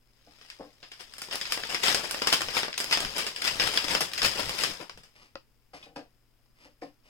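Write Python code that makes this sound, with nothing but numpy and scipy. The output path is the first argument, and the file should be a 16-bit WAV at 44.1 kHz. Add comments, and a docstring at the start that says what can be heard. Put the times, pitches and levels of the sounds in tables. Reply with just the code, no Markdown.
"""A small room: packing paper is pulled off a wrapped item by hand, over a cardboard box.
Tiny folds flip and layers rub, so the sheet rustles; each tug brings a burst of crackle.
Creases flip with sharp snaps that set off smaller ones, and broad panels flap and push air.
Then small things are slid and set down on the table, with one light clink.
Beneath lie a faint mains hum and hiss, which ringing microphone ports turn into a thin whine."""
import sys
import numpy as np
from scipy import signal
from scipy.fft import rfft, irfft, next_fast_len
from scipy.io import wavfile
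from scipy.ndimage import uniform_filter1d

SR = 44100
rng = np.random.default_rng(int(sys.argv[2]) if len(sys.argv) > 2 else 0)


def store_wav(level_fs):
    """Save 16-bit WAV to argv[1]."""
    pcm = np.round(np.clip(np.atleast_2d(level_fs), -1, 1) * 32767)
    wavfile.write(sys.argv[1], SR, pcm.T.astype(np.int16))


N = 312661
TIME_S = np.arange(N) / SR
TABLE_WET_DB = -4.5

# Table levels are relative; spectra are per Hz.
# still-room spectrum: f/Hz, level/dB
AIR_SPECTRUM = [(20, 4.5), (50, 1), (80, -9), (160, -14), (300, -13.5), (500, -19), (1000, -22.5),
                (2500, -25.5), (3600, -31.5), (5100, -41), (7000, -33.5), (16000, -30)]
# mains hum partials: f/Hz, level/dB
HUM_PARTIALS = [(120, -76), (241, -85)]
# paper spectrum: f/Hz, level/dB
PAPER_SPECTRUM = [(80, -15), (170, -6), (500, -2), (800, -4), (1700, -0.5), (3300, -2.5), (4200, -9.5),
                  (6000, -15), (8000, -14.5), (10000, -17.5), (12500, -23.5), (16000, -27.5)]
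# how hard the sheet is kept moving: t/s, level/dB
RUSTLE_LEVELS = [(0, -78.5), (0.45, -57.5), (0.76, -66.5), (1.1, -56.5), (1.45, -43.5), (1.9, -40.5),
                 (2.64, -40.5), (2.73, -53.5), (2.88, -41), (3.27, -41.5), (3.34, -48.5), (3.47, -37.5),
                 (3.98, -39), (4.1, -45.5), (4.3, -36.5), (4.7, -38.5), (4.87, -61.5), (5.4, -80)]
# things set down: t/s, level/dB, contact cut-off/Hz, settling/s, hard share/0-1
SET_DOWNS = [(0.27, -47, 930, 0.043, 0.24), (0.596, -35.5, 900, 0.0073, 0.2),
             (0.607, -32, 1120, 0.032, 0.27), (5.355, -32.5, 2640, 0.00094, 0.9),
             (5.734, -36.5, 1800, 0.023, 0), (5.865, -42.5, 908, 0.045, 0.15),
             (5.961, -27.5, 2500, 0.029, 0), (6.459, -69.5, 9000, .001, 0.7),
             (6.655, -46, 895, 0.032, 0.16), (6.821, -28, 1310, 0.025, 0.1)]
# table-top modes: f/Hz, level/dB, T60/s
TABLE_MODES = [(163, -13.5, 0.15), (293, 1.5, 0.099), (355, -9, 0.02), (469, 3, 0.044), (593, 2.5, 0.032),
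               (706, -0.5, 0.064), (800, 5, 0.025), (900, 2, 0.0097), (1230, -12, 0.037), (1900, -13, 0.02),
               (2400, -8, .013), (2970, -18, .012)]
# modes of a small hard item: f/Hz, level/dB, T60/s
ITEM_MODES = [(540, 2.5, 0.058), (760, -4, 0.016), (1040, 5, 0.017), (1300, 2, .018), (1960, -1, 0.02),
              (2490, 5, 0.013), (4750, 2.5, 0.0074)]
# main creases that flip: t/s, level/dB, body/dB, treble/dB, crackle run/dB
CREASES = [(0.413, -26.5, 0.5, -19, -2), (0.501, -15, -31, -4, -5), (0.829, -21.5, -0.5, -30, 4.5),
           (0.917, -17.5, -8, -5, 2), (1.137, -21, -7, 5.5, -4), (1.182, -22, -2, 9, 4.5),
           (1.218, -13, 0, 7, 1.5), (1.311, -12.5, -6, -11, 4.5), (1.356, -7, 2.5, 7, -6.5),
           (1.413, -4.5, -8, -4, -3), (1.454, -9, -21, -17, 0.5), (1.522, 0, -7, 7, -5),
           (1.575, -11.5, 9.5, 0, -2), (1.636, -7.5, -1.5, -21, -4), (1.746, -0.5, -4, -6, -1),
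           (1.835, -7, -14, 9, -6), (1.882, 4.5, -3, -7, -16), (1.946, 2, 0.5, 5, -5.5),
           (2.11, -7, 0, 13, -7), (2.145, -5.5, 5, -2, -8), (2.219, -5, 5, -4, 2.5),
           (2.272, 3.5, 0.5, 1.5, -4), (2.327, 5.5, -1, 1.5, 1), (2.407, -8.5, 4.5, 1, 3),
           (2.418, -3, 0, 5, -22), (2.485, -6.5, 2, -12, -2), (2.568, -2.5, 1.5, -20, 0),
           (2.632, -1.5, 2, -29, -4), (2.682, -12.5, 10, -17, -5), (2.729, -10.5, -10, -25, -16),
           (2.741, -10, -12, -19, -5), (2.778, -5, -5, 7.5, -0.5), (2.802, -4.5, 1, 4.5, 1.5),
           (2.843, -10, 2, 10, -13), (2.911, 0, -7, -6, -12), (2.926, 4.5, -5.5, -5.5, 1.5),
           (2.973, -2, 4.5, -1, -3.5), (3.004, -5, 3, 7.5, -7), (3.049, -6, 1, -2, -7),
           (3.182, -4, -7, 5, -2), (3.266, -4.5, -1, 0, 1), (3.362, -9, -23, -3, -1),
           (3.42, -4, -8, 0.5, -4), (3.478, 3, -21, -10, -9), (3.598, 2, -7.5, -28, 2),
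           (3.774, 5, -6.5, -4, -3.5), (3.883, -2, -3.5, -5, -7), (3.95, 0.5, 5, 0, -2.5),
           (4.007, -6.5, 5, 10.5, 3.5), (4.135, -6.5, -21, 3, -4), (4.178, -6, -38, 0, 3.5),
           (4.218, 2, -17, -7, -4.5), (4.494, -6.5, 2, 5, -5), (4.636, 2.5, -2, 1, -5.5),
           (4.896, -14, 5, -8, -10), (4.975, -26.5, 8.5, 5, -2.5), (5.034, -34, 2, 2, 8.5)]
# tugs on the sheet: t/s, length/s, level/dB, body/dB
TUGS = [(0.989, 0.021, -43, -1), (1.311, 0.028, -34, -4), (1.488, .06, -40.5, 1.5),
        (1.683, 0.048, -36.5, 3), (1.819, 0.096, -25.5, -2), (1.933, 0.062, -38.5, 7),
        (2.027, 0.016, -34.5, 6.5), (2.26, .018, -26, 0), (2.312, 0.015, -24, -1.5), (2.535, 0.058, -29, 1),
        (2.906, 0.027, -30, 1.5), (2.992, .045, -39.5, 8), (3.149, 0.064, -32.5, 1.5),
        (3.435, 0.039, -27.5, -4.5), (3.585, 0.099, -30, 0.5), (3.712, 0.05, -33, -1.5),
        (3.827, 0.019, -34, 4.5), (3.885, 0.05, -29.5, 4), (3.999, 0.019, -29.5, 2.5),
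        (4.22, 0.039, -23.5, -1.5), (4.367, 0.034, -31.5, 6.5), (4.573, 0.081, -31.5, -6),
        (4.794, 0.018, -42, 13)]
# panel flaps: t/s, level/dB
PANEL_FLAPS = [(1.95, -55), (2.46, -52), (3.06, -45.5), (3.56, -54), (3.66, -49), (3.94, -52.5),
               (4.26, -46.5), (4.47, -46), (4.69, -50), (4.98, -56.5)]
# spectrum of pushed air: f/Hz, level/dB
PUSH_SPECTRUM = [(20, -0.5), (55, -4), (110, -6), (170, -7), (300, -20.5), (700, -40.5), (2000, -63)]
# pushes across the table: t/s, length/s, level/dB, run-up/s
SLIDE_STROKES = [(5.146, .1, -58.5, 0.016), (5.731, 0.042, -52.5, .005), (5.797, 0.052, -56.5, 0.043),
                 (5.955, 0.013, -51, 0.0055), (6.546, 0.11, -58, 0.11), (6.812, 0.017, -54, .006),
                 (7.027, .06, -65.5, 0.038)]
# sliding friction spectrum: f/Hz, level/dB
SLIDE_SPECTRUM = [(200, 4), (700, 4), (1600, 2.5), (2600, 3.5), (3600, -1.5), (5000, -10.5), (6500, -12),
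                  (10000, -15.5), (16000, -33)]
# modes of the clinking item: f/Hz, level/dB, T60/s
CLINK_MODES = [(2505, 2, 0.15), (3050, -2, 0.043), (3440, 4, 0.037), (3800, -5, 0.1)]
# room decay: f/Hz, T60/s
ROOM_DECAY = [(100, 0.26), (400, 0.12), (2000, 0.17), (6000, 0.22), (16000, 0.17)]
# reflection spectrum: f/Hz, level/dB
ROOM_SPECTRUM = [(100, -5.5), (400, -1.5), (900, -0.5), (1500, -2), (2600, 1.5), (5000, 2), (7000, 2),
                 (14000, 3)]
# microphone port resonances, left list then right: f/Hz, width/Hz, level/dB
PORT_MODES = [
    [(5100, 420, 14.5), (3070, 1100, -23.5)],
    [(5040, 270, 14.5)],
]


def from_db(db):
    """Decibels to gain."""
    return 10 ** (np.asarray(db) / 20)


def unit(x):
    """Scale to energy 1."""
    return x / np.sqrt(np.sum(x ** 2) + 1e-20)


def rms_one(x):
    """Scale to rms 1."""
    return x / np.sqrt(np.mean(x ** 2) + 1e-20)


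def at_hz(points, hz):
    """Read a table on a log-frequency axis."""
    points_hz, values = np.transpose(points)
    return np.interp(np.log(np.maximum(hz, 1)), np.log(points_hz), values)


def cut(x, hz, kind, order=2):
    """Butterworth filter."""
    sos = signal.butter(order, np.clip(hz, 10, .45 * SR), kind, fs=SR, output="sos")
    return signal.sosfilt(sos, x)


def convolve(x, response):
    """Apply an impulse response; length kept."""
    return signal.fftconvolve(np.atleast_2d(x), np.atleast_2d(response), axes=1)[:, :x.shape[-1]]


def colour(x, spectrum, size=8192):
    """Minimum-phase filter that keeps the power of white noise."""
    hz = np.arange(size // 2 + 1) * SR / size
    cepstrum = irfft(np.log(from_db(at_hz(spectrum, hz))))
    response = irfft(np.exp(rfft(2 * cepstrum[:size // 2], size)))
    return convolve(x, unit(response))


def add(out, start_s, sound):
    """Mix a sound in at a time."""
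    i = max(round(start_s * SR), 0)
    out[..., i:i + sound.shape[-1]] += sound[..., :N - i]


def place(x, pan_db, lag_ms, stereo_top_hz=5800):
    """A source to the left is louder there and reaches the right later; treble stays centred."""
    size = next_fast_len(len(x) + 64, True)
    hz = np.arange(size // 2 + 1) * SR / size
    wide = 1 / (1 + (hz / stereo_top_hz) ** 20)
    delay = np.exp(-2j * np.pi * hz * lag_ms / 1000)
    sides = np.array([from_db(pan_db / 2) * wide, from_db(-pan_db / 2) * wide * delay])
    return irfft(rfft(x, size) * (sides + 1 - wide), size)[:, :len(x)]


def stroke(start_s, length_s, attack_s, release_s):
    """A hand movement builds, holds and dies away."""
    t = TIME_S - start_s
    return np.clip(t / attack_s, 0, 1) * np.exp(-np.clip((t - length_s) / release_s, 0, 20))


def background(air_db=-66.5):
    """Room rumble, hiss and mains hum."""
    noise = rng.standard_normal(N) + 0.92 * rng.standard_normal((2, N))
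    air = from_db(air_db) * rms_one(colour(noise, AIR_SPECTRUM))
    hum = sum(from_db(db) * np.sqrt(2) * np.sin(2 * np.pi * hz * TIME_S) for hz, db in HUM_PARTIALS)
    return (air + hum) * from_db([[1.5], [-1.5]])


def clicks(per_s, spread_db, size):
    """Random clicks, many small and a few large."""
    heights = from_db(spread_db * np.minimum(rng.exponential(1, size), 4))
    return heights * rng.choice([-1, 1], size) * (rng.random(size) < per_s / SR)


def fold_flip(crack_s=0.0008, ring_share=0.1, decay_cycles=4, size=1024):
    """A fold flips: a broadband crack, and the stiff patch beside it rings briefly."""
    t = TIME_S[:size]
    fade = np.exp(-t / crack_s)
    phase = np.angle(rfft(rng.standard_normal(size) * fade))
    crack = irfft(np.exp(1j * phase)) * np.sqrt(fade)   # flat spectrum
    patch_hz = np.exp(rng.uniform(np.log(900), np.log(7000), (3, 1)))
    rings = np.sin(2 * np.pi * patch_hz * t) * np.exp(-t * patch_hz / decay_cycles)
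    return unit(unit(crack) + ring_share * unit(rings.sum(axis=0)))


def crackle(per_s, spread_db, rub_share=0.28, spots=8):
    """Tiny folds flip all over the sheet while its layers rub; level held even."""
    folds = 0
    for _ in range(spots):
        flips = clicks(per_s / spots, spread_db, N)
        fold = place(fold_flip(crack_s=0.00054), rng.normal(7.2, 1), rng.normal(0.16, 0.085))
        folds = folds + convolve(flips, fold)
    out = rms_one(folds) + rub_share * place(rng.standard_normal(N), pan_db=1.8, lag_ms=0.069)
    power = uniform_filter1d(np.mean(out ** 2, axis=0), size=1800)
    return colour(out / np.sqrt(power + 1e-9), PAPER_SPECTRUM)


def tint(x, body_db, treble_db, body_hz=1200, treble_hz=7000):
    """Wide folds have more body, tight ones more treble."""
    low, rest = (cut(cut(x, body_hz, kind), body_hz, kind) for kind in ("low", "high"))
    middle, high = (cut(cut(rest, treble_hz, kind), treble_hz, kind) for kind in ("low", "high"))
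    return from_db(body_db) * low + middle + from_db(treble_db) * high


def rustle(strength, unfold_db_per_s=0.9):
    """The moving sheet crackles, gaining body as it opens."""
    body_db = -1 + unfold_db_per_s * TIME_S
    return strength * tint(crackle(per_s=900, spread_db=3.5), body_db, treble_db=3)


def ring(modes, t):
    """Damped modes, each struck with its own strength."""
    return unit(sum(from_db(db + rng.normal(0, 1.0) - 60 * t / t60_s) * np.sin(2 * np.pi * hz * t)
                    * (-1) ** k for k, (hz, db, t60_s) in enumerate(modes)))


def knocks(gain_db=20, tick_gain=0.8, rock_gain=1.87, thud_gain=0.47, thud_s=0.0084, size=12000):
    """An item lands and rocks to rest; it and the table ring over a thud. Hard taps land cleanly."""
    out, t = np.zeros((2, N)), TIME_S[:size]
    for start_s, db, contact_hz, settle_s, hard in SET_DOWNS:
        soft = 1 - hard
        touches = rock_gain * soft * unit(clicks(2500, 1.6, size) * np.exp(-t / settle_s))
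        touches[0] += 1   # first contact
        body = soft * ring(TABLE_MODES, t) + hard * ring(ITEM_MODES, t)
        thud = cut(rng.standard_normal(size), [230, 2000], "band", order=1) * np.exp(-t / thud_s)
        body += thud_gain * unit(thud)
        add(body, 0, tick_gain * cut(fold_flip(), 9000, "low"))   # contact tick
        knock = unit(cut(convolve(touches, body)[0], contact_hz, "low"))
        add(out, start_s, from_db(db + gain_db) * table_echo(place(knock, pan_db=2.9, lag_ms=0.11)))
    return out


def stray_creases(strength, count=70, over_db=20.5, spread_db=1.5, run_db=-12.5):
    """Lesser creases flip at random, as strongly as the sheet is handled; rows as in CREASES."""
    times_s = (np.arange(count) + rng.random(count)) / count * RUSTLE_LEVELS[-1][0]
    level, body, treble = rng.standard_normal((count, 3)).T
    level_db = 20 * np.log10(np.interp(times_s, TIME_S, strength)) + over_db + spread_db * level
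    return list(zip(times_s, level_db, 1.5 + 5.4 * body, -1.5 + 3.5 * treble, np.full(count, run_db)))


def snaps(strength, run_s=0.02, run_per_s=3300, size=5000):
    """A crease flips, then sheds its stress in a dying run of smaller crackles."""
    out, fade = np.zeros((2, N)), np.exp(-TIME_S[:size] / run_s)
    for start_s, db, body_db, treble_db, run_db in CREASES + stray_creases(strength):
        snap = from_db(run_db) * unit(clicks(run_per_s, 2.4, size) * fade)
        add(snap, 0, fold_flip())
        snap = tint(snap, body_db, treble_db)
        snap = place(snap, pan_db=rng.normal(1.5, 1.1), lag_ms=rng.normal(0.14, 0.053))
        add(out, start_s, from_db(db) * snap)
    return colour(out, PAPER_SPECTRUM)


def tugs(attack_s=0.017, release_s=0.018):
    """Each tug sets off denser crackle. Returns the sound and its envelope."""
    strokes = np.array([from_db(db) * stroke(start_s, length_s, attack_s, release_s)
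                        for start_s, length_s, db, _ in TUGS])
    strength = strokes.sum(axis=0)
    body_db = np.array(TUGS)[:, 3] @ strokes / (strength + 1e-6)   # follows the tug under way
    return strength * tint(crackle(per_s=1800, spread_db=4.5), body_db, treble_db=3.5), strength


def flaps(strength, half_length_s=0.04, steady_db=-20):
    """Broad panels push air at the microphones: gently with the rustle, in puffs as they flap."""
    puffs = sum(from_db(db) / (1 + ((TIME_S - peak_s) / half_length_s) ** 4)
                for peak_s, db in PANEL_FLAPS)
    noise = rng.standard_normal(N) + 0.19 * rng.standard_normal((2, N))
    air = rms_one(colour(noise, PUSH_SPECTRUM))
    return (from_db(steady_db) * strength + puffs) * air * from_db([[2.5], [-2.5]])


def slides(release_s=0.03):
    """Dense slips under an item pushed along the table."""
    speed = sum(from_db(db) * stroke(start_s, length_s, run_up_s, release_s)
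                for start_s, length_s, db, run_up_s in SLIDE_STROKES)
    slips = speed * rms_one(clicks(per_s=6000, spread_db=5.2, size=N))
    return table_echo(colour(place(slips, pan_db=1.8, lag_ms=0.25), SLIDE_SPECTRUM))


def clink(start_s=5.827, level_db=-23, size=12000):
    """An item rings lightly as it is pushed on."""
    out = np.zeros((2, N))
    ringing = place(ring(CLINK_MODES, TIME_S[:size]), pan_db=2, lag_ms=0.08)
    add(out, start_s, from_db(level_db) * table_echo(ringing))
    return out


def reflections(count, box_gain=1.14, box_s=0.0022, build_s=0.0059, size=10000):
    """Stereo patterns of quick echoes from box and table, then the walls, dying by band."""
    t, tails = TIME_S[:size], 0
    edges_hz = np.geomspace(60, 18000, 10)
    near = unit(np.exp(-t / box_s))
    white = rng.standard_normal((count, 2, size))
    for low_hz, high_hz in zip(edges_hz, edges_hz[1:]):
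        hz = np.sqrt(low_hz * high_hz)
        walls = unit(from_db(-60 * t / at_hz(ROOM_DECAY, hz)) * (1 - np.exp(-t / build_s)))
        white = white[:, ::-1, ::-1]   # decorrelates adjacent bands
        band = cut(white, [low_hz, high_hz], "band")
        tails = tails + from_db(at_hz(ROOM_SPECTRUM, hz)) * unit(walls + box_gain * near) * band
    return tails


def paper_echo(x, wet_db=2, count=48, block=512):
    """Each paper sound comes from a new spot, so the reflection pattern keeps changing."""
    patterns, out = from_db(wet_db) * reflections(count), x.copy()
    for k, i in enumerate(range(0, N, block)):
        add(out, i / SR, signal.fftconvolve(x[:, i:i + block], patterns[k % count], axes=1))
    return out


def table_echo(x):
    """A sound from one spot on the table, plus that spot's reflections."""
    return x + from_db(TABLE_WET_DB) * convolve(x, reflections(count=1)[0])


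def scene():
    """Paper and table sounds over the quiet room."""
    motion = from_db(np.interp(TIME_S, *np.transpose(RUSTLE_LEVELS)))
    rustling = rustle(motion)
    tugging, pull = tugs()
    flapping = flaps(motion)
    paper = from_db(-5) * (rustling + tugging) + from_db(-4) * snaps(np.hypot(motion, pull))
    return paper_echo(paper) + flapping + knocks() + clink() + slides() + background()


def record(dry, cutoff_hz=16100):
    """Each microphone port rings near 5 kHz, turning hiss into a thin whine; the top is cut."""
    heard = []
    for x, modes in zip(dry, PORT_MODES):
        ringing = sum(from_db(db) * signal.lfilter(*signal.iirpeak(hz, hz / width_hz, fs=SR), x)
                      for hz, width_hz, db in modes)
        heard.append(x + ringing)
    return signal.sosfilt(signal.ellip(10, .1, 80, cutoff_hz, fs=SR, output="sos"), heard)


dry = scene()
out = record(dry)
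store_wav(out)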